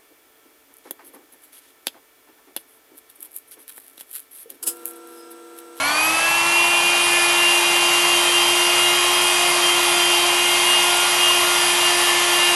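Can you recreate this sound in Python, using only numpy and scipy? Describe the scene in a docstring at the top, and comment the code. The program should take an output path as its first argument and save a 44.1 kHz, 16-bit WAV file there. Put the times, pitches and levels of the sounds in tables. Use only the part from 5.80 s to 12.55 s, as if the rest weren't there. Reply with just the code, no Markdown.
"""A hot air gun spins up close to a mono microphone: the fan's hum and blade whine glide up in pitch
over a steady rush of air from the barrel, and mains ripple gives the whine a slight throb.
From half a second on, the nozzle moves in over a workpiece on a cloth-covered table; the rush brightens.
For the rest of the scene the gun is waved over the work: the pitch drifts a little,
and single tones at multiples of the shaft rate swell and fade as the reflections shift."""
import sys
import numpy as np
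from scipy import signal
from scipy.fft import rfft, irfft
from scipy.io import wavfile

SR = 44100
rng = np.random.default_rng(int(sys.argv[2]) if len(sys.argv) > 2 else 0)


def generate_wav(signal):
    """Clip the signal to [-1, 1] and save it as 16-bit WAV at the path in sys.argv[1]."""
    frames = np.transpose(np.atleast_2d(signal))
    scaled = np.clip(frames, -1, 1) * 32767
    pcm = np.round(scaled).astype(np.int16)
    wavfile.write(sys.argv[1], SR, pcm)


N = 297675
T = np.arange(N) / SR
FREQS = np.arange(N // 2 + 1) * SR / N
START_HZ, RUNNING_HZ, SPIN_UP_S = 275.3, 349.5, 0.308
RIPPLE_HZ, TOP_HZ = 100, 11900
ORDER_PHASE = rng.uniform(0, 2 * np.pi, size=64)  # start phase of each multiple of the shaft rate

# pitch drift of the motor as the gun is waved: (time [s], shaft rate offset [Hz])
PITCH_DRIFT = [(.25, -1), (.6, 0), (1.15, 1), (1.5, -0.69), (2.72, 0.7), (2.95, 3.5), (3.52, 5.5),
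               (3.78, 2.5), (4.35, 0.6), (4.6, 3), (4.95, 4.7), (5.1, 4), (5.38, 5), (5.6, 3.5), (6.5, 2)]
# the nozzle's move: (time [s], nearness [0 = held away, 1 = over the work])
NOZZLE_MOVE = [(.5, 0.046), (1.2, 0.33), (1.7, 0.66), (2.4, 1), (3.4, 0.8), (6.0, 1)]
# envelope of the hum's fundamental: (time [s], level [dB])
HUM_ENVELOPE = [(.2, -39), (.31, -32), (.41, -42.5), (.72, -33), (1.0, -32.5), (1.35, -30.5), (2.7, -28.5),
                (3.5, -30), (4.1, -28.5), (5.1, -30.5), (5.32, -33), (5.55, -30.5), (6.1, -29.5),
                (6.75, -29.5)]
# body of the hum: (shaft order, level held away [dB], level over the work [dB], speed exponent)
HUM_PARTIALS = [(4, -35.5, -37, -1), (5, -34.5, -45, -1.1), (6, -39, -35, 1)]
# whine of the blades: (shaft order, level held away [dB], level over the work [dB], speed exponent)
WHINE_PARTIALS = [(7, -30.5, -32.5, 11), (8, -21.5, -29.5, 3.2), (9, -32, -29, 13)]
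# thin sheen of fan and motor tones: (shaft order, relative level [dB])
SHEEN_PARTIALS = [(2, -39.5), (3, -37.5), (10, -39), (11, -39), (13, -42), (14, -38.5), (15, -47.5),
                  (16, -47.5), (19, -45), (20, -45), (21, -48), (22, -47), (23, -45), (24, -44),
                  (25, -40.5), (26, -41.5), (27, -39.5), (28, -42), (29, -42), (30, -40), (31, -38),
                  (32, -44), (33, -45)]
# single tones that swell as the motor speeds up or the gun turns:
# (time [s], shaft order, half length [s], peak level [dB])
TONE_SWELLS = [(0, 5, .15, -28), (.05, 8, .08, -33), (.054, 39, .08, -32.5), (0.158, 15, .18, -31),
               (0.222, 36, .07, -31), (.23, 8, .1, -23), (.24, 35, .08, -30), (.25, 4, .25, -29.5),
               (0.325, 25, .07, -35), (.42, 33, .15, -41), (.42, 34, 0.13, -33), (0.453, 5, .1, -27.5),
               (.47, 29, .14, -41), (0.818, 8, 0.16, -22.5), (1.1, 7, 0.43, -24), (1.26, 27, 0.19, -29.5),
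               (1.38, 5, .11, -28), (1.65, 5, 0.2, -33), (1.44, 31, .08, -29), (1.46, 7, 0.095, -24),
               (1.645, 8, 0.12, -19), (1.843, 7, 0.12, -26), (2.097, 8, 0.23, -22), (2.28, 27, .07, -34),
               (2.327, 8, 0.046, -22.5), (2.42, 9, .06, -28.5), (2.572, 8, 0.048, -21.5),
               (2.66, 9, 0.16, -23.5), (2.797, 8, 0.17, -23.5), (3.053, 8, 0.11, -21.5),
               (3.06, 6, .1, -28.5), (3.1, 30, .12, -41), (3.343, 9, .05, -24), (3.52, 7, 0.11, -30),
               (3.6, 8, 0.035, -27), (3.65, 6, .12, -30), (3.65, 2, 0.068, -29), (3.88, 9, 0.074, -22.5),
               (3.9, 30, .07, -30), (4.197, 2, .1, -33), (4.32, 9, 0.19, -23), (4.33, 8, .07, -26),
               (4.653, 8, .13, -26), (4.75, 6, 0.17, -28), (4.94, 8, 0.098, -19), (5.147, 2, 0.11, -31.5),
               (5.207, 4, 0.099, -30), (5.5, 8, 0.11, -18.5), (5.66, 4, .12, -29), (5.88, 30, .06, -31),
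               (6.05, 8, 0.049, -19), (6.17, 2, 0.12, -31.5), (6.285, 8, 0.062, -24.5), (6.5, 5, 0.82, -31),
               (6.66, 8, 0.11, -21.5)]
# broad colour of the rushing air: (frequency [Hz], relative spectral level [dB])
AIR_COLOUR = [(20, -27.5), (85, -19), (300, -14), (470, -11.5), (720, -2), (1100, 1.5), (1450, -7.5),
              (2100, -3), (3300, -3), (3800, -8.5), (8800, -13), (10500, -10.5), (12000, -10.5)]
# peaks and notches of barrel and housing: (frequency [Hz], half width [Hz], gain [dB])
BARREL_EQ = [(40, 7.2, 5.5), (60, 10, -9), (80, 7, 4), (163, 13, 5.5), (205, 38, -1.5), (650, 19, 1.5),
             (690, 20, -0.5), (861, 9.1, 4.5), (1015, 24, 4), (1600, 45, 1.5), (1700, 50, -0.5),
             (2300, 63, 1.5), (2560, 78, 1.5), (4000, 44, 4.5), (4120, 130, -1), (4820, 180, 4.5),
             (5270, 170, -2.5), (5820, 150, 4.5), (6360, 200, 2), (8800, 120, -0.5), (9930, 110, 4),
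             (10650, 120, 4)]


def undb(db):
    """Decibels to gain."""
    return 10 ** (np.asarray(db) / 20)


def envelope(table):
    """Straight ramps between (time, value) breakpoints."""
    return np.interp(T, *np.transpose(table))


def unit_rms(x):
    """Scale to rms 1."""
    return x / np.std(x)


def wobble(rate_hz):
    """Smooth random modulation, rms 1, rolling off above rate_hz."""
    noise = rfft(rng.standard_normal(N)) * (FREQS > 0)
    return unit_rms(irfft(noise / (1 + (FREQS / rate_hz) ** 4), N))


def shaft_hz():
    """The motor closes exponentially on its running speed and drifts slowly around it."""
    return RUNNING_HZ - (RUNNING_HZ - START_HZ) * np.exp(-T / SPIN_UP_S) + envelope(PITCH_DRIFT)


def shaft_angle(wander_hz=0.099):
    """The shaft turns with a slight unsteadiness."""
    return 2 * np.pi * np.cumsum(shaft_hz() + wander_hz * wobble(7.6)) / SR


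def speed_db():
    """Shaft rate relative to the running speed, in dB."""
    return 20 * np.log10(shaft_hz() / RUNNING_HZ)


def level_ride_db(away_db, near_db, speed_exponent):
    """A level that shifts as the nozzle comes over the work and follows a power of motor speed."""
    return away_db + (near_db - away_db) * envelope(NOZZLE_MOVE) + speed_exponent * speed_db()


def partial(angle, order, scatter, fade_hz):
    """One multiple of the shaft rate, rms 1: the direct wave plus reflections that shift with the gun."""
    paths = 1 + scatter * (wobble(fade_hz) + 1j * wobble(fade_hz))
    wave = np.exp(1j * (order * angle + ORDER_PHASE[order]))
    return unit_rms(np.real(paths * wave))


def fan_hum(angle):
    """The fan hums cleanly at its shaft rate, with wavering mid partials for body."""
    fundamental = undb(envelope(HUM_ENVELOPE)) * partial(angle, order=1, scatter=0.056, fade_hz=10)
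    body = sum(undb(level_ride_db(*ride)) * partial(angle, order, scatter=0.078 * order, fade_hz=7)
               for order, *ride in HUM_PARTIALS)
    return fundamental + body


def blade_whine(angle):
    """The blades add a rougher whine that grows steeply with motor speed."""
    return sum(undb(level_ride_db(*ride)) * partial(angle, order, scatter=0.27, fade_hz=13)
               for order, *ride in WHINE_PARTIALS)


def motor_sheen(angle, aim_db, beaming=0.7, speed_exponent=5):
    """Thin tones come up with speed and as the gun points this way; shorter waves fade in and out faster."""
    tones = 0
    for order, db in SHEEN_PARTIALS:
        tones += undb(db) * partial(angle, order, scatter=0.31 + 0.027 * order, fade_hz=4 + 0.067 * order)
    return undb(beaming * aim_db + speed_exponent * speed_db()) * tones


def partial_swells(angle):
    """Single partials swell and fade as the motor speeds up through the housing's resonances or as the gun
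    turns; each swelling tone runs a quarter cycle behind its shaft order."""
    tones = 0
    for order in sorted({row[1] for row in TONE_SWELLS}):
        swell = sum(undb(db) * np.exp(-((T - peak_s) / half_s) ** 2)
                    for peak_s, swell_order, half_s, db in TONE_SWELLS if swell_order == order)
        lagging_angle = angle - np.pi / 2 / order
        tones += swell * partial(lagging_angle, order, scatter=0.04 + 0.008 * order, fade_hz=16)
    return tones


def mains_throb(depth=0.059):
    """The motor's torque pulses at twice the mains rate and shakes the blade tones."""
    return 1 + depth * np.sin(2 * np.pi * RIPPLE_HZ * T)


def air_rush(aim_db, flicker_db=0.36, beam_hz=1700):
    """Turbulent air coloured by the barrel; its treble is beamed along the nozzle and each band flickers."""
    log_f = np.log(FREQS + 1e-3)
    colour_hz, colour_db = np.transpose(AIR_COLOUR)
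    eq_db = np.interp(log_f, np.log(colour_hz), colour_db)
    eq_db += sum(db * np.exp(-((FREQS - hz) / width) ** 2) for hz, width, db in BARREL_EQ)
    air = irfft(rfft(rng.standard_normal(N)) * undb(eq_db) * (FREQS < TOP_HZ), N)
    spectrum = rfft(unit_rms(air))
    centres_hz = 250 * 2 ** (np.arange(12) / 2)  # crossfaded half-octave bands
    rush = 0
    for hz, band_weights in zip(centres_hz, np.eye(len(centres_hz))):
        band = irfft(spectrum * np.interp(log_f, np.log(centres_hz), band_weights), N)
        beaming = hz ** 2 / (hz ** 2 + beam_hz ** 2)
        rush += band * undb(beaming * aim_db + flicker_db * wobble(16))
    return rush * undb(level_ride_db(away_db=-20, near_db=-20.5, speed_exponent=0))


def table_bounce(x, gain=0.13, lag_s=0.001394, sway=0.128):
    """The table top returns the rush a moment later; the lag sways with the hand, a faint flanging."""
    lag = lag_s * (1 + sway * wobble(1.35))
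    return x + gain * np.interp(T - lag, T, x)


def room(x, wet_db=-14, t60_s=0.23):
    """Nearby walls add a short, dense tail that ripples the colour of the rush."""
    tail = rng.standard_normal(N) * np.exp(-np.log(1000) * T / t60_s)
    wet = irfft(rfft(x) * rfft(tail / np.linalg.norm(tail)), N)
    return x + undb(wet_db) * wet


def scene():
    """Fan tones over a bed of rushing air, the same in both channels."""
    # how directly the nozzle's hiss reaches the microphone
    aim_db = level_ride_db(away_db=-2, near_db=1.5, speed_exponent=2)
    angle = shaft_angle()
    hum = fan_hum(angle)
    blade_tones = blade_whine(angle) + motor_sheen(angle, aim_db) + partial_swells(angle)
    air = room(table_bounce(air_rush(aim_db)))
    gun = hum + blade_tones * mains_throb() + air
    return np.array([gun, gun])


def record(dry):
    """A steep low-pass takes off the top end."""
    return signal.sosfilt(signal.ellip(12, 0.1, 90, TOP_HZ, fs=SR, output="sos"), dry)


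dry = scene()
out = record(dry)
generate_wav(out)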